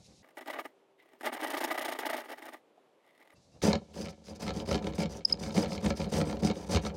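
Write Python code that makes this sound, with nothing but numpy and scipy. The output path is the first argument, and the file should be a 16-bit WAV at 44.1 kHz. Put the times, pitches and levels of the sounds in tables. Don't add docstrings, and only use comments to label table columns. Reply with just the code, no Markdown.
import sys
import numpy as np
from scipy import signal
from scipy.fft import rfft, irfft, next_fast_len
from scipy.io import wavfile
from scipy.ndimage import uniform_filter1d, map_coordinates

SR = 44100
rng = np.random.default_rng(int(sys.argv[2]) if len(sys.argv) > 2 else 0)


def int16_out(signal):
    q = np.round(np.clip(np.atleast_2d(signal).T, -1, 1) * 32767)
    wavfile.write(sys.argv[1], SR, q.astype(np.int16))


def nominal_scale(level):
    x = np.asarray(level, float) / 20
    return 10 ** x


N = 306936
LAPSE = 4
STEADY_S = 0.038


def unit(x):
    return x / np.sqrt(np.mean(x ** 2) + 1e-20)


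def along(points, hz):
    f, v = np.transpose(points)
    return np.interp(np.log(hz + 1), np.log(f + 1), v)


def curve(rows, column=1):
    rows = np.array(rows)
    t = np.arange(N) / SR
    return nominal_scale(np.interp(t, rows[:, 0], rows[:, column], left=-200, right=-200))


def wobble(rate):
    knots = rng.standard_normal(int(N * rate / SR) + 4)
    return map_coordinates(knots, [np.arange(N) * rate / SR])


def filtered(x, response):
    m = next_fast_len(N + SR // 2)
    return irfft(rfft(x, m) * response(np.fft.rfftfreq(m, 1 / SR)), m)[:N]


def noise(spectrum):
    return unit(filtered(rng.standard_normal(N), lambda hz: nominal_scale(along(spectrum, hz))))


def soften(x, hz):
    return signal.lfilter(*signal.butter(2, min(hz, 20000) / (SR / 2)), x)


def modes(table, speed=1):
    def response(f):
        total = 0
        for k, (hz, width, db) in enumerate(table):
            loss = 1j * f * width * speed
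            total = total + (-1) ** k * nominal_scale(db) * loss / ((hz * speed) ** 2 - f * f + loss)
        return total
    return response


def driven(force, level, response):
    return filtered(force * level, response) / np.std(filtered(force, response))


def strokes(rows, values, crest, blunt, lead, trail, fade=1):
    out = np.zeros(N + SR)
    for (s, length, *_), v in zip(rows, values):
        u = np.linspace(0, 1, int(length * (1 + lead + trail) * SR))
        arch = np.sin(np.pi / 2 * np.where(u < crest, u / crest, (1 - u) / (1 - crest)))
        part = out[round((s - lead * length) * SR):][:len(u)]
        part[:] = np.maximum(part, v * arch ** np.where(u < crest, blunt, blunt * fade))
    return out[:N]


def teeth(rate, jitter, scatter_db):
    passed = np.floor(np.cumsum(rate * (1 + jitter * wobble(300))) / SR)
    hits = np.diff(passed, prepend=0) > 0
    sizes = nominal_scale(scatter_db * np.clip(rng.standard_normal(N), -2, 1.5))
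    return unit(hits * sizes / np.sqrt(rate))


def cracks(events, t60):
    out, t = np.zeros(N + SR), np.arange(SR // 25) / SR
    fall = nominal_scale(-60 * t / t60)
    for s, db in events:
        burst = fall * rng.standard_normal(len(t))
        out[round(s * SR):][:len(t)] += nominal_scale(db) * burst * np.linalg.norm(fall) / np.linalg.norm(burst)
    return out[:N]


# start_s, level_db
YARD_AIR = [
    [(0, -57), (.225, -64.5)],
    [(.23, -68.5), (.7, -67.5), (.9, -69.5), (2.6, -67.5), (2.9, -67.5), (3.33, -69), (3.4, -70),
     (3.46, -80)],
    [(3.34, -67), (3.62, -63)],
]
# start_s, level_db
LEAF_RUSTLE = [
    [(0, -69), (.06, -64.5), (.13, -68.5), (.17, -65), (.225, -70)],
    [(3.34, -78), (3.37, -69), (3.4, -73.5), (3.7, -71), (4.2, -73.5), (5.1, -83), (5.22, -78), (5.3, -69),
     (6.96, -87)],
]
# pitch_hz, level_db (per Hz)
AIR_BACK_SPECTRUM = [(30, -18), (58, -4.5), (177, -1), (382, -14.5), (510, -10.5), (800, -17), (1300, -30),
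                     (2600, -33), (5000, -74)]
LEAF_SPECTRUM = [(1180, -45), (2000, -17), (2690, -11), (3300, -11), (3800, -4), (6300, -5), (11600, -22.5),
                 (13500, -47)]
AIR_FRONT_SPECTRUM = [(60, -61), (115, -27), (155, -23), (330, -13), (404, -11), (570, -11), (1100, -21.5),
                      (1600, -28), (3000, -29.5), (5000, -39), (16000, -49)]
# start_s, end_s, pitch_hz, level_db
FAR_HUM = [(0.668, 1.2, 389.5, -74.5)]
# start_s, pitch_hz, level_db, t60_s
HANDLE_TAP = (2.778, 720, -49, .04)


def yard():
    t = np.arange(N) / SR
    back = (curve(YARD_AIR[0]) + curve(YARD_AIR[2])) * nominal_scale(4.3 * wobble(24.95)) * noise(AIR_BACK_SPECTRUM)
    leaves = (curve(LEAF_RUSTLE[0]) + curve(LEAF_RUSTLE[1])) * nominal_scale(1.6 * wobble(33)) * noise(LEAF_SPECTRUM)
    front = curve(YARD_AIR[1]) * nominal_scale(1.0 * wobble(23.0)) * noise(AIR_FRONT_SPECTRUM)
    hum = sum(nominal_scale(db + 3.0) * ((t > a) & (t < b)) * np.sin(2 * np.pi * hz * t) for a, b, hz, db in FAR_HUM)
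    s, hz, db, t60 = HANDLE_TAP
    age = np.maximum(t - s, 0)
    tap = nominal_scale(db - 60 * age / t60) * np.tanh(age * hz) * np.sin(2 * np.pi * hz * age)
    mic_floor = nominal_scale(-100) * noise([(20, 5), (60, -1), (110, -32)])
    return mic_floor + back + leaves + front + hum + tap


def fences(x):
    t = np.arange(SR // 5) / SR
    tail = soften(rng.standard_normal(len(t)) * nominal_scale(-60 * t / 0.12) * (t > .005), hz=5000)
    return signal.fftconvolve(x, tail / np.linalg.norm(tail))[:N]


# pitch_hz, width_hz, level_db
PANEL_MODES = [(60.8, 8.5, -3), (83.5, 24.2, 1), (157.7, 21.5, 2.5), (214.2, 28.4, 1), (302.5, 15, -0.5),
               (394, 117, -8), (496.5, 28.4, 0), (556.5, 33.6, -3.5), (743, 96, -10), (918, 98, -12.5)]


def panel_body(speed=1, first=0):
    return modes(PANEL_MODES[first:], speed)


# pitch_hz, width_hz, level_db
FRAME_MODES = [(1308, 84, 0.5), (1702, 84, -2.5), (2202, 166, 0), (3130, 330, -3.5), (3720, 230, -5),
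               (4300, 310, -2), (5050, 770, -12), (6650, 1000, -10), (8100, 560, -16)]


def frame_body(speed=1, count=None):
    return modes(FRAME_MODES[:count], speed)


# start_s, level_db
RESTLESS = [
    [(0.36, -76), (0.518, -55.5), (0.68, -64.5), (0.76, -87)],
    [(1.2, -62), (1.678, -59), (2.57, -61), (2.66, -104)],
]


def restless():
    return curve(RESTLESS[0]) + curve(RESTLESS[1])


# start_s, length_s, level_db (panel)
SEARCHING = [(0.367, 0.035, -46.5), (0.404, 0.035, -52.5), (0.464, 0.034, -42), (0.493, 0.028, -41),
             (0.522, 0.034, -44), (0.548, 0.038, -44), (0.576, 0.045, -42), (0.64, 0.033, -49.5),
             (1.21, 0.014, -55), (1.235, 0.031, -40.5), (1.237, 0.066, -34.5), (1.312, 0.061, -40),
             (1.36, 0.027, -45.5), (1.385, 0.066, -42), (2.172, 0.064, -45), (2.232, 0.047, -53.5),
             (2.281, 0.04, -45.5), (2.306, 0.04, -42.5), (2.371, 0.034, -50), (2.408, 0.049, -54),
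             (2.446, 0.034, -46.5), (2.475, 0.029, -48), (2.52, 0.042, -51)]
# start_s, level_db (peak)
EVEN_CATCHES = [(1.437, -31.5), (1.4715, -35.5), (1.5038, -30.5), (1.5406, -34), (1.574, -31),
                (1.611, -29.5), (1.641, -28), (1.6804, -38), (1.711, -30.5), (1.7464, -38), (1.781, -31.5),
                (1.8162, -33.5), (1.8522, -30.5), (1.8874, -35.5), (1.9215, -33.5), (1.956, -44),
                (1.9952, -33), (2.027, -47), (2.0602, -30), (2.0996, -33.5), (2.1355, -33.5),
                (2.169, -35.5)]
EVEN_DB = [-34.5, -38, -39, -36.5, -37.5, -36.5, -33.5, -40.5, -34.5, -40, -35.5, -35.5, -36, -37.5, -38.5,
           -44.5, -40.5, -43, -37.5, -36, -37.5, -39]
# start_s, end_s, level_db (panel)
SET_DOWNS = [
    (0.224, 0.315, -65),
    (0.982, 1.172, -67),
    (3.038, 3.2, -70),
    (3.193, 3.341, -65),
]


def quick_strokes(count=6):
    push_lead_s = 0.015
    steady = [(s - push_lead_s, STEADY_S, db) for (s, _), db in zip(EVEN_CATCHES, EVEN_DB)]
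    touches = []
    for a, b, db in SET_DOWNS:
        step = (b - a) / count
        for k, luck in enumerate(rng.standard_normal(count)):
            touches.append((a + step * k, 1.02 * step, db + 1.5 * luck))
    return np.array(SEARCHING + steady + touches)


def quick_catches(rows):
    loose = rows[~np.isclose(rows[:, 1], STEADY_S)]
    catch = strokes(loose, nominal_scale(1.056 * loose[:, 2] - 12), 0.44, blunt=3.2, lead=0.04, trail=0.059)
    even = [(s - 0.0072, 0.028) for s, _ in EVEN_CATCHES]
    rms = [nominal_scale(db - 17.5) for _, db in EVEN_CATCHES]
    catch += strokes(even, rms, 0.2, blunt=1.47, lead=0, trail=0.25)
    return catch + nominal_scale(-17) * restless()


# start_s, level_db
PAPER_SLIDES = [
    [(.98, -82), (1.0, -73.5), (1.19, -79)],
    [(3.0, -83), (3.06, -80), (3.18, -73), (3.21, -75), (3.33, -82)],
]
# pitch_hz, width_hz, level_db
PAPER_MODES = [(2000, 150, 10.5), (3600, 970, -5)]
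# start_s, level_db (peak)
PAPER_TICKS = [(3.0494, -68), (3.0644, -62), (3.0769, -62), (3.0914, -65), (3.1074, -63), (3.1499, -61),
               (3.1774, -58), (3.2014, -66), (3.2146, -58), (3.2265, -58), (3.2516, -64), (3.2744, -57.5),
               (3.304, -55), (3.3172, -62)]


def quick_dust(catch, bites, studs):
    dust = catch * nominal_scale(-2.0) * (bites + 1.71) * noise([(1500, -30.5), (3000, 2.0), (8000, -16.5), (16000, -9.5)])
    paper = modes(PAPER_MODES)
    slide = (curve(PAPER_SLIDES[0]) + curve(PAPER_SLIDES[1])) * nominal_scale(4.9 * wobble(45))
    dust += driven(rng.standard_normal(N), slide, paper)
    ticks = cracks(np.add(PAPER_TICKS, [0, 4.5]), t60=0.016)
    return dust + filtered(ticks, lambda f: studs(f) + nominal_scale(4) * paper(f))


# start_s, level_db (peak)
BITES_IN = [(0.370, -26.5), (0.409, -27), (0.459, -29), (0.252, -50), (0.287, -41), (0.307, -44),
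            (1.133, -38.5), (1.209, -25.5), (1.231, -23), (1.258, -21.5), (1.326, -25), (1.431, -23),
            (1.535, -22), (1.676, -27), (1.708, -27), (1.779, -28), (1.849, -19), (1.882, -19),
            (1.988, -12), (2.423, -27), (3.305, -49)]


def quick_jabs(board, studs):
    jabs = cracks(BITES_IN, t60=0.035)
    bodies = filtered(nominal_scale(0.5) * jabs, board) + filtered(nominal_scale(-14.5) * jabs, studs)
    return bodies + nominal_scale(-39) * soften(jabs, hz=5000)


# pitch_hz, level_db
FRONT_COLOUR = [(250, 3), (500, 0), (900, -1.5), (1900, 0), (2250, -5.5), (2800, -4.5), (4000, -8.5),
                (5000, -5), (9000, -5), (12000, -4), (16000, -24)]


def saw_front():
    tint = lambda body: lambda f: body(f) * nominal_scale(along(FRONT_COLOUR, f))
    board, studs = tint(panel_body(LAPSE)), tint(frame_body(LAPSE, count=6))
    rows = quick_strokes()
    push = strokes(rows, nominal_scale(rows[:, 2] + 1.5), 0.37, blunt=1.16, lead=0.012, trail=0.053)
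    push *= nominal_scale(2.2 * wobble(150))
    drumming = teeth(np.full(N, 170. * LAPSE), jitter=.5, scatter_db=5.0)
    bite = soften(drumming + .5 * rng.standard_normal(N), hz=4450)
    panel = driven(bite, push + restless(), board)
    catch = quick_catches(rows)
    chipping = teeth(np.full(N, 72. * LAPSE), jitter=.25, scatter_db=4)
    bites = unit(signal.lfilter([1], [1, -.95], chipping))
    frame = driven((bites + .35) * rng.standard_normal(N), catch, studs)
    return panel + frame + quick_dust(catch, bites, studs) + quick_jabs(board, studs)


# pitch_hz, level_db (per Hz)
ROCKING = [(20, 8), (40, -6.5), (55, -29), (80, 3), (130, 10), (190, -10), (300, 0)]


def rocking_frame(front):
    power = np.abs(uniform_filter1d(front ** 2, size=2000))
    return nominal_scale(-47.5) * power ** (0.57 / 2) * noise(ROCKING)


# start_s, length_s, start_hz, end_hz, level_db
BLADE_SQUEAKS = [(5.2486, 0.003, 5286, 5240, -26), (5.250, 0.0073, 5103, 5050, -12.5),
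                 (5.282, 0.0093, 5050, 4800, -42), (5.296, 0.013, 5160, 5200, -36),
                 (5.323, 0.01, 5283, 4797, -14), (5.624, 0.0063, 5050, 5000, -31),
                 (3.328, .02, 10900, 11300, -70), (3.328, .018, 8900, 8700, -76),
                 (3.345, 0.044, 2730, 2620, -71), (3.348, .05, 4680, 4800, -72),
                 (3.5, .09, 2640, 2840, -76), (3.5, .11, 4900, 4750, -78)]
# delay_s, level_db
FENCE_ECHOES = [(.006, -30), (.010, -34), (.014, -34), (.025, -32), (.034, -44)]
# multiple, level_db
SQUEAK_OVERTONES = [(2, -28.5), (3, -45)]


def squeaks():
    out = np.zeros(N)
    for s, length, from_hz, to_hz, db in BLADE_SQUEAKS:
        u = np.linspace(0, 1, int(length * SR))
        phase = 2 * np.pi * np.cumsum(from_hz + (to_hz - from_hz) * u) / SR
        tone = np.sin(phase) + sum(nominal_scale(level) * np.sin(k * phase) for k, level in SQUEAK_OVERTONES)
        out[round(s * SR):][:len(u)] += nominal_scale(db) * np.sin(np.pi * u) ** 2 * tone
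    return out + sum(nominal_scale(db) * np.roll(out, round(s * SR)) for s, db in FENCE_ECHOES)


# start_s, level_db (peak)
FIRST_SNAGS = [(3.6177, -33), (3.6311, -46), (3.6384, -36), (3.6524, -40), (3.7064, -42), (3.7174, -34),
               (3.7299, -20), (3.7534, -27.5), (3.9419, -46), (3.9774, -61), (3.9968, -50), (4.0602, -39),
               (4.0711, -39), (4.0834, -37), (4.1434, -64), (4.2682, -50), (4.2822, -45), (4.355, -48),
               (4.4044, -46), (4.4244, -44), (4.4662, -32), (4.4787, -28), (4.4914, -31.5), (4.5047, -31),
               (4.5416, -44), (4.57, -41), (4.5999, -32.5), (4.6598, -46), (4.6733, -46), (4.6897, -36),
               (4.7122, -23), (4.7274, -28), (4.7441, -24.5), (4.7544, -27), (4.7774, -32.5), (4.7894, -41),
               (4.8244, -40), (4.8424, -35), (4.8683, -27), (4.9232, -44), (4.9347, -37), (4.9816, -34.5),
               (5.0025, -30.5), (5.0194, -28.5), (5.0324, -29), (5.0569, -31.5), (5.1073, -56),
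               (5.1342, -46), (5.2064, -48)]
# start_s, level_db (peak)
DEEP_SNAGS = [(5.2974, -36.5), (5.3114, -35.5), (5.3393, -38), (5.3722, -46), (5.4349, -33),
              (5.4614, -36.5), (5.4944, -40), (5.5069, -37), (5.5433, -41), (5.5653, -29), (5.5764, -28.5),
              (5.6296, -30.5), (5.6451, -33), (5.6574, -33.5), (5.692, -42), (5.7194, -32), (5.7498, -38),
              (5.7778, -34), (5.8117, -45), (5.8262, -45), (5.8449, -34), (5.8611, -23), (5.904, -24),
              (5.9768, -42), (6.0023, -32), (6.0152, -31.5), (6.0432, -35), (6.128, -38), (6.1365, -32),
              (6.2133, -24), (6.2711, -37), (6.2971, -34), (6.3114, -38), (6.3265, -33.5), (6.3684, -38.5),
              (6.4004, -43), (6.4333, -34), (6.4462, -35), (6.4707, -28.5), (6.4991, -28), (6.5114, -29),
              (6.5554, -43), (6.571, -49), (6.6054, -58), (6.6458, -45), (6.6937, -43), (6.7231, -32),
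              (6.7321, -29.5), (6.7469, -23.5), (6.759, -19), (6.7704, -23), (6.8369, -41), (6.8498, -30.5),
              (6.8643, -27.5)]


def snags():
    crack = cracks(np.r_[FIRST_SNAGS, DEEP_SNAGS] + [0, 9], t60=0.022)
    frame, bare = frame_body(), modes([(3620, 2600, -17.0)])
    sharp = soften(filtered(crack, lambda f: frame(f) + bare(f)), hz=6470)
    return sharp + filtered(nominal_scale(14.0) * soften(crack, hz=1530), panel_body())


# pitch_hz, width_hz, level_db
BLADE_MODES = [(3760, 88, 2), (4170, 170, -21), (5000, 600, 18.5), (5870, 420, 14.5), (6400, 140, 1),
               (7250, 170, 1.5), (8100, 110, 4), (9740, 240, -7.5)]


def steel():
    scrape = rng.standard_normal(N) * nominal_scale(2.5 * wobble(250))
    swells_db = [3 * wobble(12) for _ in BLADE_MODES]
    deeper = np.tanh((np.arange(N) / SR - 5.95) / .1)
    swells_db[-2] = swells_db[-2] + 4 * deeper
    swells_db[-1] = swells_db[-1] - 4 * deeper
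    total = np.zeros(N)
    for (hz, width, db), swell in zip(BLADE_MODES, swells_db):
        ring = unit(signal.lfilter(*signal.iirpeak(hz, hz / width, SR), scrape))
        total += nominal_scale(db + swell) * ring
    return unit(soften(total, hz=12000))


# start_s, level_db (panel), level_db (frame)
KERF_DRAG = [
    (3.62, -52.5, -73),
    (4.2, -59.5, -77.5),
    (4.5, -47, -73),
    (5.2, -47, -71.5),
    (5.228, -75, -83),
    (5.255, -55.5, -83),
    (5.275, -46, -81),
    (6.96, -47, -101),
]


def dragging_blade():
    slips = teeth(np.full(N, 90.), jitter=1.5, scatter_db=5.5)
    slips = soften(slips + 0.27 * rng.standard_normal(N), hz=1030)
    panel = driven(slips, curve(KERF_DRAG), panel_body())
    return panel + driven(rng.standard_normal(N), curve(KERF_DRAG, column=2), frame_body(count=5))


# start_s, length_s, level_db (panel), level_db (grit), rate_hz (teeth)
SAW_STROKES = [(3.618, 0.11, -27.5, -46.5, 216), (3.934, 0.14, -41, -61, 206),
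               (4.24, .095, -48, -66.5, 189), (4.396, 0.11, -38.5, -56.5, 203),
               (4.534, .095, -40, -60.5, 197), (4.672, 0.1, -33.5, -53, 192),
               (4.819, 0.096, -39, -63.5, 150), (4.978, 0.064, -34.5, -52, 188),
               (5.092, 0.11, -53, -63.5, 190), (5.272, 0.061, -51, -63, 170),
               (5.388, 0.12, -41.5, -59.5, 146), (5.54, 0.11, -31.5, -50.5, 160),
               (5.672, 0.11, -40.5, -60.5, 195), (5.823, 0.087, -33, -52, 232),
               (5.952, .113, -38.5, -60, 159), (6.115, .11, -29.5, -50, 165),
               (6.247, 0.12, -36.5, -58.5, 150), (6.421, 0.083, -32, -54, 244),
               (6.536, 0.12, -42.5, -62, 213), (6.689, .088, -32.5, -50.5, 173),
               (6.813, 0.088, -40, -58.5, 206), (6.939, 0.056, -52, -68, 217)]
# start_s, level_db (peak)
HOLD_THUDS = [(3.631, -20), (3.962, -32), (4.282, -36), (4.401, -36), (4.564, -25), (4.677, -21.5),
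              (4.842, -28), (4.982, -18), (5.132, -30.5), (5.273, -40), (5.407, -29), (5.544, -25),
              (5.702, -23.5), (5.827, -33), (5.994, -21), (6.121, -21), (6.266, -29), (6.424, -18),
              (6.564, -27.5), (6.692, -19.5), (6.833, -24), (6.944, -38)]


def panel_strokes():
    rasp = np.array(SAW_STROKES)
    rows = rasp * [1, 1.25, 1, 1, 1]
    rows[:, 0] = np.array(HOLD_THUDS)[:, 0]
    rows[:, 1] -= rows[:, 0] - rasp[:, 0]
    rate = 100 + strokes(rows, rows[:, 4] - 100, .25, blunt=.12, lead=.1, trail=.25)
    return rows, rate


# start_s, level_db (peak)
BLADE_JOLTS = [(3.68, -20), (3.983, -34), (3.999, -26), (4.574, -39), (4.875, -28.5), (5.044, -27.5),
               (5.312, -34), (5.576, -14), (5.859, -21.5), (5.871, -23), (6.029, -32), (6.271, -30),
               (6.444, -18), (6.479, -35)]


def panel_blows():
    upper = panel_body(first=2)
    thuds = soften(cracks(np.add(HOLD_THUDS, [0, 22]), t60=0.01), hz=550)
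    jolts = soften(cracks(np.add(BLADE_JOLTS, [0, 25.5]), t60=0.013), hz=350)
    return filtered(thuds, upper) + filtered(jolts, upper)


# pitch_hz, level_db (per Hz)
WALL_SHAKE = [(25, -27), (45, -11.5), (60, 7), (85, 8), (120, -35)]


def drummed_panel(rows, rate):
    bite = teeth(rate, jitter=.3, scatter_db=3.5) - .05
    bite = soften(bite + .7 * rng.standard_normal(N), hz=1500)
    push = strokes(rows, nominal_scale(rows[:, 2]), .25, blunt=0.2, lead=0.035, trail=0.25, fade=5.8)
    body = panel_body()
    panel = driven(bite, push * nominal_scale(1.63 * wobble(40)), body)
    turn = 2 * np.pi * np.cumsum(rate * (1 + 0.043 * wobble(30))) / SR
    orders = [(1, 1), (2, -2.5), (3, 1)]
    hum = sum(nominal_scale(db) * np.abs(body(k * rate)) * np.sin(k * turn) for k, db in orders)
    panel += nominal_scale(-2) * push ** 2 / push.max() * hum
    return panel + nominal_scale(-24) * (push + curve(KERF_DRAG)) * noise(WALL_SHAKE)


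# pitch_hz, level_db (per Hz)
GRIT_SPECTRUM = [(590, -33), (1000, -3.5), (1870, -1.5), (2140, -5.5), (2580, -3.5), (5100, -15),
                 (7200, -21), (9960, -21), (10800, -45), (15800, -60)]
# start_s, length_s, level_db (grit)
TURN_SCUFFS = [(4.086, 0.031, -66), (4.349, 0.026, -69), (4.653, .02, -65), (4.945, 0.033, -61),
               (5.515, 0.024, -63), (5.804, .016, -63), (6.088, .026, -62), (6.39, .026, -61),
               (6.66, .024, -64)]


def crumbling_grit(rate):
    scuffs = np.r_[np.array(SAW_STROKES)[:, [0, 1, 3]], TURN_SCUFFS]
    grit = strokes(scuffs, nominal_scale(scuffs[:, 2] + 9), 0.46, blunt=0.42, lead=0.0071, trail=0.026, fade=1.9)
    grit *= nominal_scale(1.8 * wobble(60))
    chips = signal.lfilter([1], [1, -.988], teeth(rate * .5, jitter=1.2, scatter_db=4))
    bind = np.pad(grit, (round(0.033 * SR), 0))[:N]
    chatter = driven(soften(chips * rng.standard_normal(N), hz=4200), bind * nominal_scale(-9), frame_body())
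    hiss = grit * nominal_scale(2.2 * wobble(400) - 7.0) * noise(GRIT_SPECTRUM)
    finest = noise([(6000, -36), (8500, 0), (10000, -2.5), (10800, -9.5), (13200, -11), (15800, -12)])
    hiss += grit * nominal_scale(-16 + 3.5 * wobble(300)) * finest
    ringing = (grit * nominal_scale(-1.0) + nominal_scale(-11.0) * curve(KERF_DRAG, column=2)) * steel()
    return chatter + hiss + ringing


def saw_behind():
    rows, rate = panel_strokes()
    return drummed_panel(rows, rate) + panel_blows() + crumbling_grit(rate) + dragging_blade()


def scene():
    behind = saw_behind() + soften(snags(), hz=11650)
    front = signal.lfilter(*signal.butter(2, 190 / (SR / 2), "high"), saw_front())
    front += rocking_frame(front)
    return (behind + nominal_scale(-14.0) * fences(behind) + front + squeaks() + yard())[None]


def top_cut(x):
    return signal.sosfilt(signal.butter(12, 16470, fs=SR, output="sos"), x)


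def record(dry):
    top_hz, low_hz, gate_hz, gate_db, gate_s = 15850, 36, 12900, -92, 0.018
    sound = filtered(dry[0], lambda hz: (hz < top_hz) * (1 - 0.8 / (1 + (hz / low_hz) ** 8)))
    top = filtered(sound, lambda hz: hz > gate_hz)
    power = np.abs(uniform_filter1d(top ** 2, size=round(gate_s * SR)))
    shut = 1 / (1 + (power / nominal_scale(2 * gate_db)) ** 4)
    mix = (sound - shut * top)[None]
    return top_cut(mix)


dry = scene()
out = record(dry)
int16_out(out)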